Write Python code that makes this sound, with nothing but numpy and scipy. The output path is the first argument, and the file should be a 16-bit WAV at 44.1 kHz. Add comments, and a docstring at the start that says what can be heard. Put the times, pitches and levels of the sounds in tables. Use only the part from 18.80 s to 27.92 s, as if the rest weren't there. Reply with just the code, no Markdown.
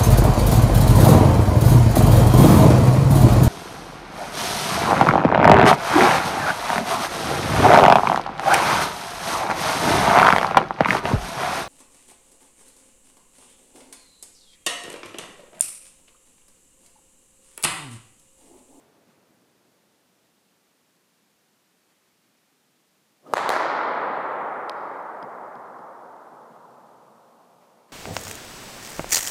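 """Golf shot in an empty sports hall.

A club swishes through the air and strikes a ball. The ball cracks against the far wall, then bounces
on the wooden floor near the microphone. Each hard contact is a short pressure pulse; the bare hall
booms for seconds. Shoes and club shuffle over room tone and the last of an earlier boom.
The gain control ducks at the strike and slowly recovers."""
import sys
import numpy as np
from scipy import signal
from scipy.fft import rfft, irfft, next_fast_len
from scipy.io import wavfile
from scipy.ndimage import uniform_filter1d

SR = 44100
rng = np.random.default_rng(int(sys.argv[2]) if len(sys.argv) > 2 else 0)


def master_out(mix):
    """Clip the mix to full scale and print it as 16-bit PCM to the path in sys.argv[1]."""
    frames = np.transpose(np.atleast_2d(mix))
    ceiling = np.clip(frames, -1, 1)
    pcm = np.round(ceiling * 32767).astype(np.int16)
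    wavfile.write(sys.argv[1], SR, pcm)


N = 402191

# hard blows: start_s, level_db, hall_re_blow_db
CLUB_BLOW = (4.5368, 13.16, 12.22)
WALL_BLOW = (4.6923, 10.34, 14.57)
# contact pulse spectra: freq_hz, relative_db
CLUB_SPECTRUM = [(40, -45.5), (120, -19), (300, -11.5), (480, -4.5), (900, 3), (1280, -0.5), (1650, -6),
                 (2100, -10), (2700, -18), (4300, -17.5), (5400, -26), (7200, -23.5), (10500, -28.5),
                 (15000, -37.5)]
WALL_SPECTRUM = [(40, -45.5), (120, -26), (280, -12), (460, -3.5), (1000, 1.5), (1300, 0.5), (1700, -7.5),
                 (2100, -8), (2700, -23), (4300, -17.5), (5600, -23), (8000, -28), (11000, -27.5),
                 (15000, -37)]
BOUNCE_SPECTRUM = [(100, -38), (700, 8), (2300, -9), (4000, -1.5), (5400, -8), (6800, -28), (9800, -16),
                   (12000, -29.5), (15000, -30)]
# radiation towards the microphone re the mean over the hall: freq_hz, gain_db
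CLUB_DIRECTIVITY = [(150, 4.5), (450, 4.5), (900, -1), (1300, 1.5), (2100, -18.5), (3200, -13.5),
                    (5200, -7), (7000, -11), (11000, -4.5), (14000, -11)]
WALL_DIRECTIVITY = [(180, 0), (480, 6), (900, -1), (1700, -14), (2700, 2.5), (4000, 8.5), (5300, -6),
                    (7000, 5.5), (15000, 2)]
# reflections off floor, walls and ceiling: delay_s, gain_db, cutoff_hz
CLUB_ECHOES = [(.0025, -12, 9000), (.0044, -15, 7000), (0.0182, -17, 20000), (0.0334, -5, 4500),
               (.0435, -10, 7000), (0.0451, -12, 4485)]
WALL_ECHOES = [(.0107, -5, 40000), (.0117, -0.5, 900), (.0142, -11, 20000), (.0440, -6, 1200),
               (.0715, -4.5, 1500)]
# modes of hollow club head, ball and sprung floorboards: pitch_hz, relative_db, t60_s
HEAD_MODES = [(4420, -64, .06), (6420, -47.5, 0.079), (7360, -61, .05), (8700, -66, .05),
              (11000, -47, 0.023)]
BALL_MODES = [(3350, -37, .009), (4920, -37.5, .012)]
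BOARD_MODES = [(131.5, -11.5, 0.14), (188.5, -3, 0.1), (231.6, 4, 0.064)]
# ball landings: start_s, click_gain_db, ring_gain_db, thud_gain_db
BOUNCES = [(5.8961, -6, -4, -47), (6.4274, -26.5, -5.5, -29.5), (6.7549, -36, -21, -34.5),
           (6.9880, -42, -24, -39)]
# reflections off floor and nearest wall: delay_s, gain_db
BOUNCE_ECHOES = [(.00158, -11.5), (.022, -25)]
# shoes and club on floor and mat: start_s, thud_relative_db, scuff_relative_db
SHUFFLES = [(.27, -44, -45), (3.08, -58, -47), (7.17, -40, -52), (7.52, -35.5, -53), (7.70, -34, -48),
            (8.80, -60, -45), (9.08, -58, -42)]
# noise spectra: freq_hz, relative_density_db
SWISH_SPECTRUM = [(60, -32), (150, -4.5), (300, -2.5), (470, -3.5), (610, 1.5), (780, -9), (1200, -14.5),
                  (2200, -30), (5000, -34.5), (14000, -42)]
SCUFF_SPECTRUM = [(200, -14), (700, 0), (1150, -2), (1800, 0), (3500, -7.5), (7000, -13), (14000, -18)]
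ROOM_TONE_SPECTRUM = [(25, -31), (50, -21), (85, -16.5), (130, -7.5), (190, 0), (320, -4), (500, -6.5),
                      (1000, -10), (2000, -12), (5000, -15), (10000, -18), (15000, -21.5)]
EARLIER_BOOM_SPECTRUM = [(40, -30), (80, -9.5), (130, -2.5), (300, 0), (550, -3), (1000, -9.5),
                         (2000, -18.5), (4000, -26), (9000, -28)]
# hall decay, treble absorbed by the air: freq_hz, t60_s
HALL_DECAY = [(60, 4.2), (170, 7.27), (450, 7.45), (950, 6.43), (1400, 5.48), (1900, 4.5), (2500, 3.54),
              (3200, 2.6), (4200, 1.74), (5500, 1.19), (7500, 0.71), (10000, 0.48), (14000, 0.33)]

STRIKE_S, WALL_HIT_S = CLUB_BLOW[0], WALL_BLOW[0]
BROADSIDE_S = 4.472  # shaft passes the microphone


def strike(tee_db=-0.5, head_db=11, head_hall_db=3):
    """The club face squeezes the ball; the head rings briefly and clips the tee."""
    track = blow(CLUB_BLOW, contact(CLUB_SPECTRUM), CLUB_DIRECTIVITY, CLUB_ECHOES,
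                 gap_s=0.016, build_s=0.015, grain_db=2)
    tee = filtered(puff(rise_s=0.003, t60_s=0.022, size=8192), lambda hz: 1 / (1 + 1j * hz / 6000) ** 2)
    head = amp(head_db) * ring(HEAD_MODES)
    add(track, STRIKE_S, amp(tee_db) * tee + head)
    add(track, STRIKE_S, amp(head_hall_db) * hall(head, gap_s=0.018, build_s=0.02, grain_db=1))
    return track


def wall_hit(grit_db=-3):
    """The ball cracks against the far wall; plaster adds a gritty edge."""
    track = blow(WALL_BLOW, contact(WALL_SPECTRUM), WALL_DIRECTIVITY, WALL_ECHOES,
                 gap_s=0.004, build_s=0.021, grain_db=3.5)
    grit = lowpass(puff(rise_s=0.00018, t60_s=0.009), cutoff_hz=5000)
    add(track, WALL_HIT_S, amp(grit_db) * grit)
    return track


def blow(event, crack, directivity, echoes, gap_s, build_s, grain_db):
    """Hard blow: direct crack, duller reflections, hall boom."""
    start_s, level_db, hall_db = event
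    track = np.zeros(N)
    add(track, start_s, signal.fftconvolve(crack, pulse(directivity)))
    for delay_s, gain_db, cutoff_hz in echoes:
        add(track, start_s + delay_s, amp(gain_db) * lowpass(crack, cutoff_hz))
    add(track, start_s, amp(hall_db) * hall(crack, gap_s, build_s, grain_db))
    return amp(level_db) * track


def swing(full_speed_db=-38, growth_db_per_decade=55.5, flare_db=6, flare_width_s=0.015, whistle_db=-57.5):
    """Air rushes round the club, louder with speed; it flares and whistles as the shaft passes."""
    t = np.arange(N) / SR
    flare = np.exp(-((t - BROADSIDE_S) / flare_width_s) ** 2)
    rush_db = full_speed_db + growth_db_per_decade * np.log10(club_speed(t) + 1e-9) + flare_db * flare
    air = amp(rush_db) * noise(SWISH_SPECTRUM) + amp(whistle_db) * flare * whistle(t)
    return air + amp(11.5) * hall(air, gap_s=0.018, build_s=0.027, grain_db=6)[:N]


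def club_speed(t, downswing_s=0.17, coast_s=0.17):
    """Fraction of full speed: linear rise to the strike, then coasting down."""
    since_s = t - STRIKE_S
    return np.clip(1 + since_s / downswing_s, 0, 1) * np.exp(-np.maximum(since_s, 0) / coast_s)


def whistle(t, broadside_hz=1248, climb_hz_per_s=2300, width_hz=60):
    """Vortices shed by the shaft: a fuzzy rising tone, rms 1."""
    pitch_hz = np.clip(broadside_hz + climb_hz_per_s * (t - BROADSIDE_S), 0, 2 * broadside_hz)
    fuzz = filtered(rng.standard_normal(N), lambda hz: 1 / (1 + (hz / width_hz) ** 2))
    return unit(fuzz * np.sin(2 * np.pi * np.cumsum(pitch_hz) / SR))


def bounces():
    """Ever shorter hops close by; each landing clicks, rings the ball and thumps the boards."""
    clicks, thuds = np.zeros(N), np.zeros(N)
    tap = contact(BOUNCE_SPECTRUM)
    ping = ring(BALL_MODES)
    thud = ring(BOARD_MODES, attack_s=0.0074)
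    for start_s, click_db, ring_db, thud_db in BOUNCES:
        click = amp(click_db) * tap + amp(ring_db) * ping
        add(clicks, start_s, click)
        for delay_s, gain_db in BOUNCE_ECHOES:
            add(clicks, start_s + delay_s, amp(gain_db) * click)
        add(thuds, start_s, amp(thud_db) * thud)
    boom = hall(amp(-5.5) * clicks + thuds, gap_s=0.018, build_s=0.054, grain_db=3)[:N]
    return clicks + thuds + boom


def shuffles():
    """The golfer shifts feet and rests the club: dull thuds, faint scuffs."""
    thuds, scuffs = np.zeros(N), np.zeros(N)
    for start_s, thud_db, scuff_db in SHUFFLES:
        add(thuds, start_s, amp(thud_db) * ring(BOARD_MODES, attack_s=0.0097))
        add(scuffs, start_s, amp(scuff_db) * puff(rise_s=0.025, t60_s=0.3))
    scuffs = filtered(scuffs, lambda hz: amp(along(SCUFF_SPECTRUM, hz)))
    direct = amp(-3) * thuds + amp(20) * scuffs
    return direct + amp(6) * hall(direct, gap_s=0.022, build_s=0.04, grain_db=2)[:N]


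def hall(sound, gap_s, build_s, grain_db, blend_s=0.5):
    """Reverberation: after a gap, separate reflections blend into a smooth boom."""
    t = np.arange(6 * SR) / SR
    depth = np.log(amp(grain_db)) * np.exp(-t / blend_s)
    grain = unit(uniform_filter1d(rng.standard_normal(len(t)), size=24))
    clumps = np.exp(depth * grain - depth ** 2)  # mean power 1
    swell = np.clip((t - gap_s) / build_s, 0, 1)
    response = hall_decay(rng.standard_normal(len(t)) * clumps * swell) / np.sqrt(SR)
    return signal.fftconvolve(sound, response)


def hall_decay(x):
    """Each frequency fades at the hall's own rate."""
    hz, t, spectra = signal.stft(x, SR, nperseg=512)
    fade = amp(-60 * t / along(HALL_DECAY, hz)[:, None])
    return signal.istft(spectra * fade, SR, nperseg=512)[1][:len(x)]


def background(room_tone_db=-66, boom_db=-60):
    """Steady room tone and hiss under the last of an earlier boom."""
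    room_tone = amp(room_tone_db) * noise(ROOM_TONE_SPECTRUM)
    return room_tone + amp(boom_db) * hall_decay(noise(EARLIER_BOOM_SPECTRUM))


def microphone(x, lag_corner_hz=1300):
    """All-pass: the body of a crack lags its treble edge."""
    return filtered(x, lambda hz: (lag_corner_hz - 1j * hz) / (lag_corner_hz + 1j * hz))


def gain_control(x, ceiling_db=-4, release_s=0.74):
    """Peaks over the ceiling cut the gain at once; it creeps back."""
    excess_db = np.maximum(20 * np.log10(np.abs(x) / amp(ceiling_db) + 1e-9), 0)
    recovery = np.exp(-np.arange(N) / SR / release_s)
    cut_db = np.maximum.accumulate(excess_db / recovery) * recovery
    return x * amp(-cut_db)


def contact(spectrum):
    """Pressure pulse of a hard contact, energy 1."""
    shape = pulse(spectrum)
    return shape / np.linalg.norm(shape)


def pulse(spectrum, size=8192):
    """Minimum-phase pulse with this spectrum."""
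    hz = np.fft.rfftfreq(size, 1 / SR)
    cepstrum = irfft(np.log(amp(along(spectrum, hz))))
    cepstrum[1:size // 2] *= 2
    cepstrum[size // 2 + 1:] = 0
    return irfft(np.exp(rfft(cepstrum)))


def ring(modes, attack_s=0.0002, size=8192):
    """Damped sines of a struck body."""
    t = np.arange(size) / SR
    onset = (1 - np.exp(-t / attack_s)) ** 2
    return onset * sum(amp(db - 60 * t / t60_s) * np.sin(2 * np.pi * hz * t) for hz, db, t60_s in modes)


def puff(rise_s, t60_s, size=16384):
    """White noise burst, energy 1."""
    t = np.arange(size) / SR
    burst = rng.standard_normal(size) * (1 - np.exp(-t / rise_s)) * amp(-60 * t / t60_s)
    return burst / np.linalg.norm(burst)


def noise(spectrum):
    """Coloured noise, rms 1."""
    return unit(filtered(rng.standard_normal(N), lambda hz: amp(along(spectrum, hz))))


def lowpass(x, cutoff_hz):
    """One-pole low-pass."""
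    return filtered(x, lambda hz: 1 / (1 + 1j * hz / cutoff_hz))


def filtered(x, response):
    """Apply a frequency response."""
    size = next_fast_len(len(x) + SR // 2)
    return irfft(rfft(x, size) * response(np.fft.rfftfreq(size, 1 / SR)), size)[:len(x)]


def along(points, hz):
    """Interpolate on a log frequency axis."""
    points_hz, values = np.transpose(points)
    return np.interp(np.log(hz + 1), np.log(points_hz), values)


def add(track, start_s, sound):
    """Mix a sound in at start_s."""
    start = round(start_s * SR)
    track[start:start + len(sound)] += sound[:N - start]


def amp(db):
    """Decibels to gain."""
    return 10 ** (np.asarray(db) / 20)


def unit(x):
    """Scale to rms 1."""
    return x / np.sqrt(np.mean(x ** 2) + 1e-20)


def scene():
    """All sources, mono."""
    return (swing() + strike() + wall_hit() + bounces() + shuffles() + background())[None]


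def record(dry):
    """Microphone, gain control, then loss of deep bass and top treble."""
    bass_hz, top_hz = 50, 15400
    levelled = gain_control(microphone(dry[0]))
    lean = filtered(levelled, lambda hz: 1j * hz / (bass_hz + 1j * hz))
    return filtered(lean, lambda hz: 1 / (1 + (hz / top_hz) ** 120))[None]


dry = scene()
out = record(dry)
master_out(out)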